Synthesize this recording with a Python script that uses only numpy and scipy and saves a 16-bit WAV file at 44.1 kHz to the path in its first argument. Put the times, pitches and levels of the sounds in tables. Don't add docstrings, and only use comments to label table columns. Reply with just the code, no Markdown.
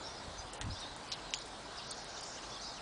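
import sys
import numpy as np
from scipy import signal
from scipy.io import wavfile
from scipy.ndimage import uniform_filter1d, minimum_filter1d

SR = 44100
rng = np.random.default_rng(int(sys.argv[2]) if len(sys.argv) > 2 else 0)


def inscribe(sig):
    pcm = np.round(np.clip(np.atleast_2d(sig).T, -1, 1) * 32767)
    wavfile.write(sys.argv[1], SR, pcm.astype(np.int16))


def amplitude_ratio(level_db):
    exponent = np.asarray(level_db, float) / 20
    return 10 ** exponent


N = 123921


def evened(x):
    return x / np.sqrt(np.mean(x ** 2) + 1e-20)


def curve(rows, column=1):
    rows = np.array(rows)
    return np.interp(np.arange(N) / SR, rows[:, 0], rows[:, column])


def add(mix, start_s, sound):
    part = mix[max(round(start_s * SR), 0):][:len(sound)]
    part += sound[:len(part)]


def resonate(x, hz, width_hz):
    turn = np.exp(2j * np.pi * hz * np.arange(len(x)) / SR)
    pole = np.exp(-np.pi * width_hz / SR)
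    return 2 * (turn * signal.lfilter([1 - pole], [1, -pole], x / turn)).real


def noise(colour, patchy_db):
    frames, hz = N // 256 + 5, np.fft.rfftfreq(2048, 1 / SR)
    real, imag, patches = rng.standard_normal((frames, len(hz), 3)).T
    patches = uniform_filter1d(patches, size=20, axis=0)
    patches = evened(uniform_filter1d(patches, size=8, axis=1))
    colour_hz, colour_db = np.transpose(colour)
    shape_db = np.interp(np.log(hz + 1), np.log(colour_hz + 1), colour_db, left=-90, right=-90)
    spectra = (real + 1j * imag) * amplitude_ratio(shape_db[:, None] + patchy_db * patches)
    return evened(signal.istft(spectra, nperseg=2048, noverlap=1536)[1][:N])


def yard(x, t60_s):
    t = np.arange(SR // 2) / SR
    tail = rng.standard_normal(len(t)) * amplitude_ratio(-60 * t / t60_s) * (t > .004)
    return signal.fftconvolve(x, tail / np.linalg.norm(tail))[:N]


def town():
    # frequency [Hz], density [dB per Hz].
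    traffic = [(88, -47.5), (150, -5), (490, -3.5), (662, -1.5), (845, -1), (1220, -5), (1580, -6.5),
               (1800, -11), (2400, -17.5), (3120, -68), (5280, -120)]
    hiss = [(1290, -16), (2200, -7), (4140, -2), (4510, -3.5), (4870, -3), (5470, -7), (8160, -12),
            (10300, -17.5), (13400, -55), (22000, -120)]
    rumble = [(20, -31), (33, -3), (46, 3.5), (62, 3.5), (80, -11.5), (120, 6), (160, -15.5), (230, -26)]
    # frequency [Hz], width [Hz], level [dB].
    drones = [(47, 10, -64), (120, 14, -70), (680, 70, -65), (1000, 110, -68), (1557, 80, -70),
              (1920, 45, -74), (7875, 35, -82)]
    out = amplitude_ratio(-50) * noise(traffic, patchy_db=1.18)
    out = out + amplitude_ratio(-54) * noise(hiss, patchy_db=2.1)
    out = out + amplitude_ratio(-63.5) * noise(rumble, patchy_db=-0.5)
    for hz, width_hz, db in drones:
        hum = resonate(rng.standard_normal(N), hz, width_hz)
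        out = out + amplitude_ratio(db) * evened(resonate(hum, hz, width_hz))
    return out


def whistle(u, hz):
    return np.sin(np.pi * u) ** .5 * np.sin(2 * np.pi * np.cumsum(hz) / SR)


def chirp(length_s, first_hz, last_hz, size=6000):
    warble, rasp_db = .016, 3.5
    u = np.arange(0, length_s, 1 / SR) / length_s
    drift = uniform_filter1d(rng.standard_normal((2, size)), size=100, axis=1) * 10
    waver, rasp = drift[:, :len(u)]
    hz = (first_hz + (last_hz - first_hz) * u) * (1 + warble * waver)
    return amplitude_ratio(rasp_db * rasp) * whistle(u, hz)


def birds():
    # start [s], length [s], first pitch [Hz], last pitch [Hz], level [dB].
    near_chirps = [(0, .04, 7500, 6400, -58), (0, 0.1, 4130, 3670, -55), (0.035, 0.049, 5170, 5700, -48.5),
                   (0.05, 0.099, 5220, 5910, -57), (0.147, .055, 5180, 5040, -52.5),
                   (0.374, 0.028, 6050, 6260, -48.5), (0.384, 0.033, 4850, 4910, -49.5),
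                   (0.699, 0.047, 4850, 5400, -49), (.702, 0.017, 4730, 3540, -47.5),
                   (0.757, 0.026, 3420, 3800, -48), (0.779, 0.0161, 5530, 4390, -46.5),
                   (0.802, 0.028, 5840, 5460, -52), (0.813, 0.034, 4000, 3510, -46),
                   (0.871, 0.086, 3970, 3730, -59), (1, 0.045, 4700, 4550, -69),
                   (1.185, 0.013, 3150, 2550, -53.5),
                   (1.4, 0.026, 4300, 3620, -53), (1.24, 0.028, 3970, 4300, -55),
                   (1.9, .04, 5600, 3100, -48), (1.785, .02, 3000, 2500, -54),
                   (1.779, 0.082, 3300, 2760, -59), (1.77, 0.027, 5800, 4200, -47),
                   (2.165, 0.024, 4200, 5900, -59), (2.255, 0.034, 5100, 5600, -53),
                   (2.29, 0.055, 5400, 5300, -54), (2.504, 0.047, 3340, 3670, -50.5),
                   (2.556, 0.02, 3500, 3250, -48.5), (2.59, 0.03, 4100, 4300, -51.5),
                   (2.605, .04, 4800, 4900, -52), (2.635, 0.033, 4900, 4500, -47.5),
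                   (2.655, 0.042, 4800, 5300, -49), (2.68, 0.034, 5100, 4700, -52),
                   (2.71, 0.047, 4400, 4500, -53), (2.055, 0.011, 3700, 3520, -52.5)]
    # time [s], level [dB], mean pitch [Hz].
    flock = [(0, -58.5, 4790), (.25, -59, 4100), (.62, -109, 4300), (.75, -50, 4670), (.88, -58, 4150),
             (1.1, -74, 4280), (1.28, -56, 4280), (1.42, -57.5, 4590), (1.56, -79, 4260), (1.72, -57, 4390),
             (1.79, -51.5, 4030), (1.9, -52, 5230), (2.1, -55, 5600), (2.27, -50, 5700), (2.4, -54, 5655),
             (2.55, -50.5, 4840), (2.67, -51, 4800), (2.81, -55.5, 4410)]
    pitch_spread, glide_spread, direct_gain = .14, .13, .4
    near, far = np.zeros(N), np.zeros(N)
    for start_s, length_s, first_hz, last_hz, db in near_chirps:
        add(near, start_s, amplitude_ratio(db) * chirp(length_s, first_hz, last_hz))

    centre_hz = curve(flock, column=2)
    when = rng.random((1400, 2))
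    how = np.clip(rng.standard_normal((1400, 3)), -1.7, 1.7)
    for (place, span), (pitch, glide, size_db) in zip(when, how):
        hz = centre_hz[int(place * N)] * np.exp(pitch_spread * pitch)
        call = chirp(.008 + .02 * span, hz, hz * np.exp(glide_spread * glide), size=1300)
        add(far, place * N / SR, amplitude_ratio(size_db) * call)
    far = evened(direct_gain * far + yard(far, t60_s=.13)) * amplitude_ratio(curve(flock))
    return near + amplitude_ratio(-5) * yard(near, t60_s=.14) + far


def wind():
    # time [s], level [dB].
    gust = [(0, -67), (.18, -62), (.24, -50), (.45, -64), (.6, -59), (.66, -47.5), (.76, -46.5), (.95, -62),
            (1.05, -73)]
    # frequency [Hz], density [dB per Hz].
    gust_colour = [(20, -29), (40, -8.5), (80, -1), (140, -20.5), (300, -11), (500, -42)]
    # time [s], peak [dB, the sign of the number giving polarity, + = inward], pitch [Hz].
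    bumps = [
        (0.283, -39, 76),
        (0.397, -42, 55),
        (0.451, 40, 81),
        (.657, -44, 55),
        (0.6854, -30, 101),
        (.702, -38, 62),
        (0.739, -48, 292),
    ]
    out = amplitude_ratio(curve(gust)) * noise(gust_colour, patchy_db=5.0)
    for s, db, hz in bumps:
        u = np.arange(-SR / hz, SR / hz) * hz / SR
        push = np.sin(2 * np.pi * u) * np.exp(-(u / 0.33) ** 2)
        add(out, s - 1 / hz, np.sign(db) * amplitude_ratio(-abs(db)) * push)
    return out


def drips():
    # time [s], tick peak [dB], centre [Hz], splash re tick [dB], splash t60 [s].
    drops = [(0.5346, -28, 8600, -12.5, 0.075), (0.535, -38, 7060, -6, 0.078),
             (0.6134, -26.5, 3440, -8.5, 0.074), (.614, -36.5, 1790, -0.5, 0.11),
             (0.6133, -25, 6600, -8.5, 0.045), (0.802, -39.5, 8500, -5, 0.078),
             (0.9638, -32, 9200, -14, 0.05), (1.1188, -25, 5180, -6, 0.056),
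             (1.1179, -30, 3340, -4.5, 0.16), (1.338, -16, 3210, -19.5, 0.12),
             (1.3381, -19.5, 5650, -6.5, 0.04), (1.339, -33, 3100, -5, 0.032),
             (1.459, -38, 9200, -4, 0.044), (1.48, -42.5, 8450, -3, 0.037), (1.9105, -25.5, 8800, 2, 0.021),
             (2.045, -33.5, 9200, -15, 0.028), (2.209, -41.5, 8250, 14, 0.019),
             (2.2341, -30.5, 9700, -11, 0.039)]
    tick_cycles, splash_width, splash_lag_s, spray_per_s = .9, .6, .003, 2200
    lead_s = .001
    out, t = np.zeros(N), np.arange(5000) / SR
    for s, db, hz, splash_db, t60_s in drops:
        u = (t - lead_s) * hz
        tick = np.cos(2 * np.pi * u) * np.exp(-(u / tick_cycles) ** 2)
        hits = rng.random(len(t)) < spray_per_s / SR
        spray = rng.standard_normal(len(t)) * (.35 + 2.5 * hits)
        for _ in range(3):
            spray = resonate(spray, hz, splash_width * hz)
        onset = np.clip(t / splash_lag_s, 0, 1) ** 3
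        spray = evened(spray) * onset * amplitude_ratio(splash_db - 6 - 60 * t / t60_s)
        add(out, s - lead_s, amplitude_ratio(db) * (tick + spray))
    return out


def droplets():
    # time [s], peak [dB], pitch [Hz], length [s].
    rings = [(.631, -47, 8350, 0.0031), (.632, -53, 6200, 0.0033), (.6415, -51, 7200, 0.0024),
             (1.089, -44, 4800, 0.0033), (1.104, -43, 4800, 0.0035), (1.122, -35, 3630, 0.0014),
             (1.124, -31, 3900, 0.0017), (1.1225, -35, 5630, 0.0033), (1.128, -34, 5200, .003),
             (1.131, -35, 4270, .003), (1.1365, -34.5, 4200, .004), (1.138, -41, 5000, 0.0027),
             (1.147, -48, 4600, 0.0033), (1.308, -42.5, 6100, 0.0033), (1.3403, -30.5, 5600, 0.0017),
             (1.343, -35, 7500, 0.0017), (1.388, -39.5, 4500, .002), (1.339, -32, 3400, 0.0018),
             (1.344, -35, 6900, 0.0023), (1.347, -35, 4900, .005), (1.352, -49, 6800, 0.0018),
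             (1.3555, -43, 6800, 0.0023), (1.362, -41, 4600, 0.002), (1.3635, -43, 6760, 0.0058),
             (1.3745, -42, 6730, 0.0041), (1.389, -39.5, 7000, .002), (1.419, -39.5, 5000, 0.0021),
             (1.4233, -39.5, 5000, 0.0024), (2.239, -40, 5440, .005)]
    out, t = np.zeros(N), np.arange(-600, 600) / SR
    for s, db, hz, length_s in rings:
        wander = np.cumsum(0.14 * rng.standard_normal(len(t)))
        ring = np.cos(2 * np.pi * hz * t + wander) * np.exp(-(2 * t / length_s) ** 2)
        add(out, s + t[0], amplitude_ratio(db) * ring)
    return out


def pips():
    # start [s], length [s], first pitch [Hz], last pitch [Hz], level [dB].
    clear_notes = [
        (2.37, 0.0216, 3200, 2550, -51),
        (2.376, 0.018, 3850, 2800, -53.5),
        (2.427, .023, 2500, 4000, -52),
        (2.764, 0.034, 3250, 2200, -52.5),
        (2.16, 0.015, 4500, 3600, -49),
        (2.172, 0.013, 3650, 3580, -48),
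        (2.184, .013, 3670, 5300, -51),
        (1.81, 0.036, 5000, 3700, -58),
        (1.908, 0.021, 3400, 3800, -51.5),
        (2.21, 0.043, 4900, 4300, -50),
    ]
    out = np.zeros(N)
    for start_s, length_s, first_hz, last_hz, db in clear_notes:
        u = np.arange(0, length_s, 1 / SR) / length_s
        hz = first_hz + (last_hz - first_hz) * u ** 1.4
        add(out, start_s, amplitude_ratio(db) * whistle(u, hz))
    return out + amplitude_ratio(-5.5) * yard(out, t60_s=.14)


def scene():
    mono = town() + birds() + wind() + drips() + droplets() + pips()
    return np.array([mono, mono])


def lose_treble(x):
    # start [s], end [s], low edge [Hz], high edge [Hz].
    dropouts = [(.511, .525, 8800, 10200), (.516, .521, 6500, 8800), (.521, .531, 5800, 6900),
                (.582, .61, 5300, 8500), (.59, .608, 4000, 5300), (.592, .598, 2900, 4000),
                (.603, .608, 2900, 4000), (.625, .638, 6700, 7600), (.644, .651, 5000, 9300),
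                (.944, .961, 8200, 10200), (1.086, 1.114, 5500, 7600), (1.146, 1.154, 5500, 8500),
                (1.314, 1.334, 6300, 7200), (1.349, 1.376, 7500, 8600), (1.349, 1.371, 5200, 6100),
                (1.362, 1.371, 2200, 3000), (1.397, 1.403, 6500, 8000), (1.44, 1.455, 8100, 8700),
                (1.879, 1.907, 6900, 10200), (1.924, 1.945, 9500, 10200), (1.932, 1.945, 8300, 9500),
                (1.923, 1.945, 7300, 8300), (2.025, 2.042, 7200, 8500), (2.2, 2.206, 7500, 10200),
                (2.216, 2.23, 8900, 10200), (2.22, 2.228, 6800, 7900)]
    dip_db, from_hz, hole_db, margin_hz = 5.3, 5200, -34, 150
    hz, t, z = signal.stft(x, SR, nperseg=256, noverlap=192)
    band = np.arange(len(hz)) // 3
    power = np.array([(abs(z[band == k]) ** 2).mean(0) for k in range(band[-1] + 1)])
    band_db = 10 * np.log10(uniform_filter1d(power, size=3, axis=1) + 1e-20)
    band_db = band_db - uniform_filter1d(band_db, size=101, axis=1)
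    starved = minimum_filter1d(band_db, size=2, axis=1) < -dip_db
    hole = starved[band] & (hz > from_hz)[:, None]
    for start_s, end_s, low_hz, high_hz in dropouts:
        inside = (hz >= low_hz - margin_hz) & (hz <= high_hz + margin_hz)
        hole = hole | (inside[:, None] & (t >= start_s) & (t <= end_s))
    return signal.istft(z * amplitude_ratio(hole_db * hole), SR, nperseg=256, noverlap=192)[1][:N]


def roll_off(x):
    return signal.sosfilt(signal.butter(12, 10890, fs=SR, output="sos"), x)


def record(dry):
    mono = lose_treble(dry[0])
    low_pass = signal.firwin(1023, 10120, window=("kaiser", 9), fs=SR)
    mono = signal.oaconvolve(mono, low_pass, "same")
    return roll_off(np.array([mono, mono]))


dry = scene()
out = record(dry)
inscribe(out)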